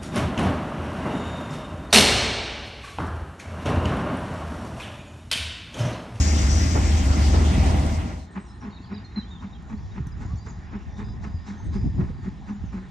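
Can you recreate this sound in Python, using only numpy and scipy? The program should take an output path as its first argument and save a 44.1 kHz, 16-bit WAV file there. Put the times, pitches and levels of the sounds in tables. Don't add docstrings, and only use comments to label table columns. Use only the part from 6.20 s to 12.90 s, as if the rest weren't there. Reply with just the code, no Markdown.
import sys
import numpy as np
from scipy import signal
from scipy.fft import rfft, irfft
from scipy.io import wavfile
from scipy.ndimage import uniform_filter1d

SR = 44100
rng = np.random.default_rng(int(sys.argv[2]) if len(sys.argv) > 2 else 0)


def gain_from_db(level_db):
    decades = np.asarray(level_db, float) / 20
    return 10 ** decades


def unload_wav(signal):
    wavfile.write(
        sys.argv[1],
        SR,
        np.round(np.clip(np.atleast_2d(signal).T, -1, 1) * 32767).astype(np.int16),
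    )


N = 295470
TIME = np.arange(N) / SR

RUMBLE_SPECTRUM = [(25, -18.5), (59, 1.5), (75, -8), (87, -3.5), (102, -7), (124, -11.5), (198, -11),
                   (290, -13.5), (435, -29), (520, -27), (800, -70)]
DRONE_SPECTRUM = [(220, -24), (380, 0.5), (443, -9.5), (641, -1), (756, -4), (843, -4), (984, -4.5),
                  (1250, -12), (1800, -57)]
ROAR_SPECTRUM = [(590, -47), (1000, -9), (1530, -5), (2100, -8.5), (2900, -9.5), (4230, -13.5), (4900, -12),
                 (5970, -12.5), (9700, -23.5), (10300, -39), (10700, -78), (12000, -72), (12500, -35),
                 (14900, -31), (15700, -43)]
FLANGE_SPECTRUM = [(4300, 2.5), (4900, 9), (5800, 5.5), (6800, 5.5), (7700, 2.5), (9000, -25)]
KNOCK_SPECTRUM = [(200, -4.0), (350, 13.5), (800, 7.5), (1500, 2.5), (2600, -13.0), (8000, -37)]
# (time [s], nearness [0-1])
BOGIES = [
    (0, 0.18),
    (.2, 0.15),
    (.7, 0.1),
    (1.3, 0.6),
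    (1.55, 0.83),
    (1.9, 1),
]
# (far level [dB], gain at nearness 1 [dB])
BOOM_DB, RUMBLE_DB, DRONE_DB, ROAR_DB = (-20, 0), (-23, 4), (-42, 9.5), (-36, 0.2)
# (frequency [Hz], width [Hz], level [dB])
WHEEL_MODES = [(645, 45, -51), (769, 40, -49), (1399, 60, -58), (2005, 60, -58), (2131, 70, -57)]
# (time [s], length [s], frequency [Hz], level [dB])
SQUEALS = [
    (0, 0.044, 6750, -29.5),
    (0.074, 0.043, 5730, -36),
    (0.177, 0.021, 5840, -36.5),
    (0.305, 0.06, 5820, -33.5),
    (0.388, 0.097, 5790, -39.5),
    (.41, 0.075, 5170, -41),
    (0.682, 0.049, 5500, -44.5),
    (0.788, 0.049, 5370, -48),
]
# (time [s], level [dB], length [s])
JOINTS = [
    (0.548, -26, 0.085),
    (1.132, -27.5, 0.084),
    (1.368, -44, 0.063),
]
# (time [s], peak level [dB], frequency [Hz])
THUD = (1.385, -11, 120)
# (frequency [Hz], left lead [rad])
COACH_PAN = [(60, 2), (110, 0.5), (200, 0.5), (700, -1), (1290, -2), (4400, 2.5), (8120, 7), (15000, -4)]
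COACH_ALIKE = [(60, 1), (250, 0.89), (700, 0.45), (1200, 0.29), (2000, 0.83), (5000, 0), (8000, 0.3),
               (9500, 0.1), (12000, 0.38)]
COACH_LEAD = [(0, 0), (780, -0.8), (1460, -2.8), (1890, -6.2), (2930, -5.9), (4000, -6.2), (22050, -6.2)]
# (frequency [Hz], left minus right [dB])
FLANGE_ALIKE, FLANGE_PAN = [(4000, 0.96), (9000, 0.81)], [(4000, 2.8), (9000, 17.5)]

# (time [s], blast level [dB], chimney level [dB], chimney frequency [Hz], chimney lag [s])
BEATS = [(2.153, -38, -25, 190, 0.032), (2.428, -36, -29.5, 206, 0.035), (2.706, -40.5, -27, 202, 0.019),
         (2.959, -41.5, -21, 216.3, 0.03), (3.22, -43, -29, 199.5, 0.038),
         (3.498, -42.5, -26.5, 212.6, 0.043), (3.754, -41, -28, 195.5, 0.03),
         (4.013, -40.5, -39.5, 206.5, 0.029), (4.265, -41.5, -36.5, 203.6, 0.012),
         (4.525, -40, -28.5, 205, 0.036), (4.783, -38, -30, 204.2, 0.018), (5.037, -39, -31, 205.4, 0.025),
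         (5.276, -38.5, -25.5, 209, 0.036), (5.537, -41, -23.5, 201, 0.033),
         (5.795, -40, -22.5, 190.6, 0.0098), (6.041, -43.5, -22.5, 185, 0.043),
         (6.278, -43, -24.5, 204.6, 0.032), (6.534, -38.5, -26.5, 190.5, 0.022)]
# (chimney overtone [dB], extra top hiss [dB], chimney ring [s])
BEAT_COLOUR = [(-41, 12, 0.012), (-44, -1.5, 0.036), (-43.5, -4, 0.038), (-49, -8, 0.0066), (-65, 7, 0.018),
               (-50, 5, 0.018), (-44.5, -1.5, 0.019), (-51, 3, 0.023), (-49, 1.5, 0.023),
               (-42.5, -7, 0.023), (-42, -3.5, 0.061), (-49.5, -3.5, 0.032), (-57, 1.5, 0.024),
               (-36.5, 2.5, 0.023), (-34.5, -7.5, 0.029), (-39.5, 4, 0.0077), (-52, 4, 0.042),
               (-43, -1, 0.055)]
BLAST_SPECTRUM = [(250, 17), (400, -1.5), (600, -10), (900, 4), (1400, -2), (1900, -4), (2600, -12),
                  (3400, -26)]
TOP_SPECTRUM = [(2200, -19.5), (3000, -8.5), (3700, 4), (5000, 2.5), (7330, 3.5), (7480, -23.5),
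                (7600, -7.5), (8200, -3), (9500, -44)]
# (time [s], level [dB])
CARRY = [(2.1, -74.5), (3.7, -57.5), (4.1, -54), (5.4, -50.5), (5.9, -54.5), (6.6, -59)]

# (time [s], level [dB], share own to each port [dB])
BREEZE = [(1.8, -32, -9), (2.05, -49, -9), (2.25, -42, -10.5), (3.2, -40, -10), (3.45, -42, 3.5),
          (4.3, -37.5, -7), (4.75, -42.5, 1.5), (6.0, -38, 0), (6.3, -44.5, 2.5), (6.55, -38, -2),
          (6.7, -44, 2)]
# (time of top [s], rise [s], level [dB])
GUSTS = [(3.66, 0.24, -41.5), (3.83, 0.093, -40), (4.0, 0.17, -37), (4.15, 0.24, -39), (4.57, 0.63, -47),
         (4.68, 0.037, -37.5), (4.9, 0.29, -40.5), (5.06, 0.3, -38), (5.16, 0.15, -39.5),
         (5.48, 0.085, -29), (5.579, 0.13, -30), (5.671, 0.093, -24.5), (5.821, 0.11, -22.5),
         (5.93, 0.059, -37), (6.06, 0.063, -37.5), (6.44, 0.063, -33)]
WIND_SPECTRUM = [(22, -26), (40, -1), (70, 4), (110, -2.5), (160, -10), (300, -22), (500, -42.5)]
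# (time [s], peak level [dB], frequency [Hz])
BUFFETS = [(3.801, -19, 133), (3.865, -23.5, 140), (4.051, -19.5, 82), (4.131, -23, 133),
           (4.145, -22.5, 70), (4.893, -24, 79), (3.63, -27, 70), (5.14, -18, 79), (5.622, -18, 78),
           (5.638, -21, 240), (5.656, -18, 66), (5.69, -22, 80), (5.742, -21.5, 70), (5.79, -17.5, 143),
           (5.816, -15, 71.5), (5.896, -26, 150), (6.436, -21, 170), (5.49, -24, 74), (6.13, -28.5, 169),
           (6.196, -29, 169)]
# (time [s], peak level [dB], frequency [Hz])
POPS = [
    (5.9, -38, 480),
    (5.4, -40, 920),
    (2.6, -34, 270),
]

# (time [s], length [s], start frequency [Hz], end frequency [Hz], top level [dB])
ROBIN = [
    (2.842, .035, 4240, 4160, -50),
    (2.957, .055, 4130, 3960, -39),
    (3.009, .012, 3950, 3720, -46),
    (3.02, .03, 3200, 3080, -54),
    (3.105, .04, 3720, 3620, -49),
    (3.147, .026, 3590, 3570, -50),
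    (3.197, .02, 3650, 3700, -54),
    (3.265, .03, 3650, 3600, -61),
    (3.325, .02, 3850, 3600, -52),
    (3.345, .03, 3260, 3230, -59),
]
TIT = [
    (3.918, .02, 5240, 4920, -55),
    (2.897, .015, 3760, 3740, -58),
    (2.92, 0.027, 4050, 4050, -66),
    (3.041, 0.028, 4050, 3920, -65),
    (3.055, 0.057, 3400, 3450, -63),
    (3.17, 0.033, 3380, 3170, -59),
    (3.71, 0.027, 3830, 3750, -57),
]
WARBLER = [(2.247, .016, 5850, 5900, -63), (2.261, .024, 5900, 5300, -63), (2.283, .03, 5270, 5230, -63),
           (2.311, .014, 5250, 5450, -62), (2.275, .05, 4050, 3950, -66), (2.325, .04, 4200, 4050, -66),
           (2.405, .04, 5900, 5650, -67), (2.4, .052, 5600, 5200, -65), (2.503, .02, 4300, 4150, -60),
           (2.515, .02, 4650, 4400, -66), (2.52, .03, 3800, 3700, -60), (2.53, .045, 4350, 4250, -63),
           (2.555, .03, 4000, 3650, -53), (2.582, .018, 2600, 2680, -60), (2.607, .014, 2560, 2680, -61),
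           (2.585, .025, 3850, 3950, -62), (2.636, .018, 4450, 4750, -59), (2.652, .014, 4800, 5250, -65),
           (2.64, .035, 3600, 2850, -63), (2.666, .018, 4900, 3950, -58), (2.683, .014, 4300, 3650, -61),
           (2.712, .03, 5550, 5400, -66), (2.73, .022, 3500, 4150, -61), (2.739, .008, 4600, 5200, -57),
           (2.745, .009, 5150, 4650, -51), (2.752, .031, 4100, 3550, -53), (2.774, .019, 4950, 4200, -51),
           (2.785, .02, 3500, 3900, -66), (2.845, .016, 6050, 6350, -66)]
CHIPS = [(3.865, 0.025, 6320, 5100, -56.5), (4.057, 0.013, 7140, 6200, -55),
         (4.156, 0.0075, 5700, 7200, -53), (4.17, 0.031, 7140, 6170, -56), (4.262, 0.0064, 5940, 7200, -54),
         (4.281, 0.037, 7180, 6000, -51.5), (4.315, 0.02, 6870, 6000, -61), (4.03, 0.0096, 7070, 6500, -59),
         (5.443, 0.011, 8950, 8350, -64), (5.454, 0.028, 8300, 7650, -63), (6.446, 0.085, 6500, 5100, -66)]
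WHISTLES = [(2.27, .17, 8300, 8850, -77), (3.55, 0.07, 4130, 4600, -70), (5.2, .1, 4950, 5100, -69),
            (4.06, .11, 946, 1180, -55.5), (4.157, .125, 4180, 4930, -60), (4.27, 0.1, 4880, 4900, -66),
            (4.36, 0.22, 4830, 4780, -74), (4.45, 0.18, 5280, 5400, -72), (4.83, 0.12, 5000, 4950, -65),
            (5.128, 0.081, 5080, 4800, -62), (5.638, 0.12, 4880, 4800, -76), (5.93, 0.19, 4730, 4650, -70),
            (6.28, 0.062, 6470, 5900, -68)]
# (place of top [0-1], start drop [dB], end drop [dB], bend of glide [power],
# unsteadiness [factor])
MANNER = [
    (0.36, -3, -5, 1.1, .25),
    (0, -3, -8, .35, 1),
    (0.5, -2.5, -3, 1.0, 1),
    (.02, -1, -8, 1.5, .5),
    (.45, -6, -7, .42, 1.3),
]
# (time [s], level [dB], lowest frequency [Hz], fall [s])
TICKS = [
    (3.4232, -61, 8000, .0007),
    (3.8695, -50, 4200, .0012),
    (4.521, -68, 7500, .0007),
    (6.69, -58, 6500, .0006),
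]
# (time [s], length [s], frequency [Hz], level [dB])
FAR_CALLS = [(1.98, 0.063, 4080, -59.5), (2.1, 0.046, 8240, -67.5), (2.18, 0.091, 8150, -66.5),
             (2.2, 0.18, 8800, -77), (3.6, .1, 3400, -74), (6.62, 0.026, 1750, -52),
             (4.644, 0.18, 3600, -67.5), (4.694, 0.08, 5800, -66.5), (5.5, 0.17, 4970, -59.5),
             (5.0, 0.2, 4900, -67), (5.36, 0.1, 6300, -61), (5.26, .04, 5300, -60), (5.265, .04, 4000, -62),
             (5.33, .06, 3300, -68), (5.44, .06, 3700, -67.5), (2.65, .06, 4700, -63.5),
             (2.527, 0.089, 4100, -62), (2.9, 0.089, 3900, -63), (2.7, .08, 3900, -62),
             (2.6, .08, 4300, -61.5), (4.753, 0.068, 3650, -63)]

FIELD_SPECTRUM = [(120, -40), (170, 4.5), (270, -9.5), (400, -12.5), (500, -22), (900, -16.5), (1300, -20),
                  (1850, -21), (2600, -30.5), (5400, -34.5), (7340, -38), (7470, -66), (9000, -94)]
# (frequency [Hz], width [Hz], level [dB])
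FIELD_RINGS = [(809, 84, -11), (1027, 60, -15.5), (1820, 63, -14), (3390, 81, -25), (3664, 72, -22.5),
               (3950, 45, -23.5), (4920, 140, -32.5), (5200, 75, -28.5), (6850, 100, -24.5)]
# (frequency [Hz], left lead [rad])
FIELD_PAN = [(60, -1), (380, 1), (700, 5.5), (1290, -1), (2380, -3.5), (4400, 1.5), (8120, -0.5)]
FIELD_ALIKE = [(150, 0.91), (640, 0.82), (1400, 0.47), (2200, 0.74), (4200, 1), (6200, 1), (7000, 0),
               (9000, 0.3)]
FIELD_LEAD = [(0, 0), (800, .5), (1550, 1.4), (1890, .6), (3000, .2), (22050, 0)]

AIR_SPECTRUM = [(7500, -33.5), (7590, 7.5), (8300, 6), (9900, -4.5), (10300, -47)]
SKY_SPECTRUM = [(12000, -31.5), (12400, -0.5), (14200, 3), (14900, -5.5), (15800, -24)]
# (time of top [s], rise [s], added share [1])
SKY_SWELLS = [
    (3.64, .25, 1.0),
    (3.88, .04, 1.5),
    (5.0, .15, 1.0),
    (5.8, 0.21, 0.83),
]
# (time [s], length [s], lowest frequency [Hz])
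BAND_GAPS = [(2.06, .3, 8900), (2.95, .03, 8500), (4.035, .05, 8000), (4.17, .05, 7900), (4.22, .04, 9000),
             (4.27, .1, 7600), (4.51, .045, 7600), (5.24, .04, 8300), (5.33, .2, 9000), (6.19, .05, 8300),
             (6.36, .045, 7500)]


def rms_one(x):
    return x / np.sqrt(np.mean(x ** 2) + 1e-20)


def in_time(rows):
    s, *columns = np.transpose(rows)
    return [np.interp(TIME, s, c) for c in columns]


def at_hz(points, hz):
    table = np.array(points)
    return np.interp(np.log(hz), np.log(table[:, 0]), table[:, 1])


def drift(rate_hz):
    r = np.exp(-80 * np.pi * rate_hz / SR)
    slow = signal.lfilter([1], [1, -2 * r, r * r], rng.standard_normal(N // 40 + 2002))[2000:]
    return np.interp(np.arange(N) / 40, np.arange(len(slow)), rms_one(slow))


def resonate(x, hz, width_hz):
    r = np.exp(-np.pi * width_hz / SR)
    return signal.lfilter([1, 0, -1], [1, -2 * r * np.cos(2 * np.pi * hz / SR), r * r], x)


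def noise(spectrum, alike, pan, patchy_db, rate_hz):
    hz = np.maximum(np.arange(N // 2 + 1) * SR / N, 1)
    mid, side = rfft(rng.standard_normal((2, N)))
    coherence = np.clip(at_hz(alike, hz), 0, .999)
    pair = np.sqrt(1 + coherence) * mid + np.sqrt(1 - coherence) * side * [[1], [-1]]
    pair = pair * gain_from_db(at_hz(spectrum, hz) + at_hz(pan, hz) / 2 * [[1], [-1]])
    out = 0
    for octave in np.arange(np.log2(spectrum[0][0]), np.log2(spectrum[-1][0]) + .5, .5):
        band = np.clip(1 - 2 * abs(np.log2(hz) - octave), 0, 1)
        out = out + gain_from_db(patchy_db * drift(rate_hz)) * irfft(pair * band, N)
    return rms_one(out)


def hump(start, rise, fall):
    t = TIME - start
    return np.sin(np.pi / 2 * np.clip(t / rise, 0, 1)) ** 2 * np.exp(-np.clip(t - rise, 0, 9) / fall)


def lead(pair, table):
    turn = np.exp(1j * np.interp(np.arange(N // 2 + 1) * SR / N, *np.transpose(table)))
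    return np.array([irfft(rfft(pair[0]) * turn, N), pair[1]])


def body_boom(white):
    boom_hz, width_hz = 75.9, 48
    phase = 2 * np.pi * np.cumsum(boom_hz + 3.43 * drift(9.9)) / SR
    steady = np.sin(phase) * np.sqrt(2) * gain_from_db(1.0 * drift(8.9))
    return steady + 0.098 * rms_one(resonate(white, boom_hz, width_hz))


def rolling_wheels(near):
    rumble_db, drone_db, roar_db = (db + gain_db * near for db, gain_db in (RUMBLE_DB, DRONE_DB, ROAR_DB))
    rumble = noise(RUMBLE_SPECTRUM, COACH_ALIKE, COACH_PAN, patchy_db=0.0, rate_hz=9)
    drone = noise(DRONE_SPECTRUM, COACH_ALIKE, COACH_PAN, patchy_db=-0.5, rate_hz=7.9)
    roar = noise(ROAR_SPECTRUM, COACH_ALIKE, COACH_PAN, patchy_db=2.0, rate_hz=9.3)
    wheels = gain_from_db(rumble_db) * rumble + gain_from_db(drone_db) * drone + gain_from_db(roar_db) * roar
    for hz, width_hz, db in WHEEL_MODES:
        mode = rms_one(resonate(drone + roar, hz, width_hz))
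        wheels += gain_from_db(db + 4.5 * near + 2.8 * drift(5.2)) * mode
    return wheels


def joints_and_thud():
    knock = noise(KNOCK_SPECTRUM, COACH_ALIKE, COACH_PAN, patchy_db=0.0, rate_hz=6.7)
    joints = sum(gain_from_db(db) * hump(s - .01, 0.024, length * 0.5) for s, db, length in JOINTS)
    s, db, hz = THUD
    thud = gain_from_db(db) * hump(s - .004, 0.0016, 0.013) * np.cos(2 * np.pi * hz * (TIME - s - .002))
    return joints * knock + thud


def flange_squeal(white):
    hiss_db = -33 - 9 * TIME - 83 * np.maximum(TIME - 1.12, 0)
    hiss = gain_from_db(hiss_db) * noise(FLANGE_SPECTRUM, FLANGE_ALIKE, FLANGE_PAN, patchy_db=2.0, rate_hz=14)
    flares = 0
    for s, length, hz, db in SQUEALS:
        flares = flares + gain_from_db(db) * hump(s - .02, 0.033, length * 0.84) * rms_one(resonate(white, hz, 100))
    left, right = hiss + flares * gain_from_db([[3.5], [-3.5]])
    return np.array([np.roll(left, 15), right])


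def coaches():
    near, = in_time(BOGIES)
    fade = np.clip((2.102 - TIME) / 0.61, 0, 1)
    white = rng.standard_normal(N)
    boom_db = BOOM_DB[0] + BOOM_DB[1] * near
    out = fade ** 1.18 * gain_from_db(boom_db) * body_boom(white) + fade ** 1.16 * rolling_wheels(near)
    out = lead(out + joints_and_thud(), COACH_LEAD)
    return (out + flange_squeal(white)) * (TIME < 3)


def steam_blast():
    pipe_hz, feedback = 212, 0.5
    blast = noise(BLAST_SPECTRUM, FIELD_ALIKE, FIELD_PAN, patchy_db=1.0, rate_hz=41)
    round_trip = np.exp(-2j * np.pi * np.arange(N // 2 + 1) * SR / N / pipe_hz)
    blast = rms_one(irfft(rfft(blast) / (1.5 - feedback * round_trip), N))
    blast = blast / np.sqrt(uniform_filter1d(blast.mean(axis=0) ** 2, size=500) + .05)
    return rms_one(blast) * gain_from_db(2.2 * drift(200))


def engine():
    rise_s, chimney_rise_s, top_lead_s = 0.041, 0.034, 0.007
    blast = steam_blast()
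    top = noise(TOP_SPECTRUM, FIELD_ALIKE, FIELD_PAN, patchy_db=1.5, rate_hz=12)
    out, turns = np.zeros((2, N)), rng.random((len(BEATS), 2))
    wobble, ragged = 5.5 * np.cumsum(drift(39.12)) / SR, gain_from_db(2.0 * drift(57))
    for beat, colour, (turn, over_turn) in zip(BEATS, BEAT_COLOUR, turns):
        s, blast_db, chimney_db, hz, lag = beat
        over_db, extra_db, ring_s = colour
        top_db = np.interp(s, *np.transpose(CARRY)) + 1.7 * (blast_db + 36.5) + extra_db
        puff = hump(s + 0.018 - rise_s, rise_s, 0.032)
        puff = puff + 0.099 * hump(s + 0.071, 0.022, 0.24)
        column = ragged * np.sin(2 * np.pi * (hz * TIME + wobble + turn))
        overtone = np.sin(2 * np.pi * (1.95 * hz * TIME + 4 * wobble + over_turn))
        column += gain_from_db(over_db - chimney_db) * overtone
        out += puff * gain_from_db(blast_db) * blast
        out += np.roll(puff, -int(top_lead_s * SR)) * gain_from_db(top_db) * top
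        out += gain_from_db(chimney_db) * hump(s + lag - chimney_rise_s, chimney_rise_s, ring_s) * column
    return out


def wind():
    breeze_db, own_db = in_time(BREEZE)
    gusts = sum(gain_from_db(db) * hump(s - rise, rise, 0.033) for s, rise, db in GUSTS)
    gust_db = 20 * np.log10(gain_from_db(breeze_db) + gusts)
    low = noise(WIND_SPECTRUM, [(30, 0.66), (300, 0.46)], FIELD_PAN, patchy_db=1.0, rate_hz=23.0)
    low = low.mean(axis=0) + gain_from_db(own_db) * (low[0] - low[1]) / 2 * [[1], [-1]]
    low = low / (uniform_filter1d(low.mean(axis=0) ** 2, size=2600) + 0.053) ** 0.18
    high = signal.sosfilt(signal.butter(2, 150, "high", fs=SR, output="sos"), low)
    brighter = gain_from_db(0.69 * (gust_db + 32.5))
    out = gain_from_db(gust_db + 0.5) * (low + (brighter - 1) * high)
    for (s, db, hz), lean_db in zip(BUFFETS, rng.uniform(-1.2, 1.6, len(BUFFETS))):
        slap = np.sin(2 * np.pi * hz * (TIME - s)) + 0.34 * high
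        envelope = hump(s, 0.0056, 0.89 / hz)
        out = out + gain_from_db(db + 1.0 + lean_db * np.c_[[1, -1]]) * envelope * slap
    for s, db, hz in POPS:
        out = out + gain_from_db(db) * hump(s, 0.0048, .004) * np.sin(2 * np.pi * hz * (TIME - s))
    return out * np.clip((TIME - 1.8) / 0.41, 0, 1)


def twig_snaps():
    out, crack = np.zeros(N), 2 * np.sign(rng.standard_normal(N))
    for s, db, low_hz, fall in TICKS:
        band = signal.butter(2, [low_hz, 11000], "band", fs=SR, output="sos")
        out += gain_from_db(db) * hump(s, .0004, fall) * signal.sosfilt(band, crack)
    return out


def birds():
    out, flutter = np.zeros(N), 0.0078 * drift(80)
    broken_db = 3.0 * drift(60)
    singers = [ROBIN, TIT, WARBLER, CHIPS, WHISTLES]
    for notes, (top, start_db, end_db, bend, unsteady) in zip(singers, MANNER):
        for s, length, from_hz, to_hz, db in notes:
            u = np.linspace(0, 1, int(length * SR))
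            now = slice(int(s * SR), int(s * SR) + len(u))
            edge = np.clip(np.minimum(u, 1 - u) * length / min(.005, length / 3), 0, 1)
            glide = u ** bend if bend > 1 else 1 - (1 - u) ** (1 / bend)
            hz = (from_hz + (to_hz - from_hz) * glide) * (1 + unsteady * flutter[now])
            shape_db = np.interp(u, [0, np.clip(top, .01, .99), 1], [start_db, 0, end_db])
            swell = gain_from_db(db + unsteady * broken_db[now] + shape_db)
            out[now] += np.sqrt(2) * edge * swell * np.sin(2 * np.pi * np.cumsum(hz) / SR)
    out += twig_snaps()
    echo = rng.standard_normal((2, 6000)) * np.exp(-np.arange(6000) / SR / 0.038)
    echo = rms_one(echo) / np.sqrt(6000)
    return out * gain_from_db([[-2.3], [-0.1]]) + gain_from_db(-6.5) * signal.fftconvolve(out[None], echo, axes=1)[:, :N]


def far_birds():
    white, out = rng.standard_normal(N), 0
    for s, length, hz, db in FAR_CALLS:
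        call = rms_one(resonate(resonate(white, hz, 220), hz, 400))
        out = out + gain_from_db(db) * hump(s, length / 3, length * 1.1) * call
    return out


def field():
    wash = noise(FIELD_SPECTRUM, FIELD_ALIKE, FIELD_PAN, patchy_db=3.0, rate_hz=4.0)
    white = 0.45 * rng.standard_normal((2, N)) + rng.standard_normal(N)
    rings = 0
    for hz, width_hz, db in FIELD_RINGS:
        ring = rms_one(resonate(resonate(white, hz, width_hz), hz, 3 * width_hz))
        rings = rings + gain_from_db(db + 2.5 * drift(9.5)) * ring
    fade_in = np.clip((TIME - 1.9) / 0.22, 0, 1)
    return fade_in * gain_from_db(-52.5) * (gain_from_db(5.5) * wash + rings)


def faint_top():
    air = noise(AIR_SPECTRUM, FIELD_ALIKE, FIELD_PAN, patchy_db=2.5, rate_hz=6)
    out, together = 0, drift(7)
    sky_alike = [(12000, 0.92), (16000, .98)]
    sky = gain_from_db(-92.5) * noise(SKY_SPECTRUM, sky_alike, FIELD_PAN, patchy_db=5.0, rate_hz=8)
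    sky = sky * (.6 + sum(share * hump(s - rise, rise, .06) for s, rise, share in SKY_SWELLS))
    for k, low_hz in enumerate(range(7400, 10400, 500)):
        sos = signal.butter(3, [low_hz, low_hz + 500], "band", fs=SR, output="sos")
        presence = np.clip(2 * (.4 * together + .8 * drift(9) + 2.3 - .3 * k), .01, 1)
        out = out + presence * signal.sosfilt(sos, air)
    air_db = -80.5 + 1.2 * (TIME - 7.0)
    return (gain_from_db(air_db) * out + sky) * (TIME > 2)


def band_gaps(x):
    hz, spectrum, out = np.arange(N // 2 + 1) * SR / N, rfft(x), x
    for s, length, from_hz in BAND_GAPS:
        gate = uniform_filter1d(1. * ((TIME > s) & (TIME < s + length)), size=400)
        out = out - gate * irfft(spectrum * ((hz > from_hz) & (hz < 11500)), N)
    return out


def scene():
    far = lead(engine() + field(), FIELD_LEAD)
    return band_gaps(coaches() + far + wind() + birds() + far_birds() + faint_top())


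def top_cut(x):
    return signal.sosfilt(signal.butter(12, 15890, fs=SR, output="sos"), x)


def record(dry):
    thin = signal.sosfilt(signal.butter(4, 40, "high", fs=SR, output="sos"), dry)
    thin = signal.sosfilt(signal.cheby2(10, 60, 16300, fs=SR, output="sos"), thin)
    thin = signal.sosfilt(signal.cheby2(6, 26, [10600, 12200], "stop", fs=SR, output="sos"), thin)
    return top_cut(thin)


dry = scene()
out = record(dry)
unload_wav(out)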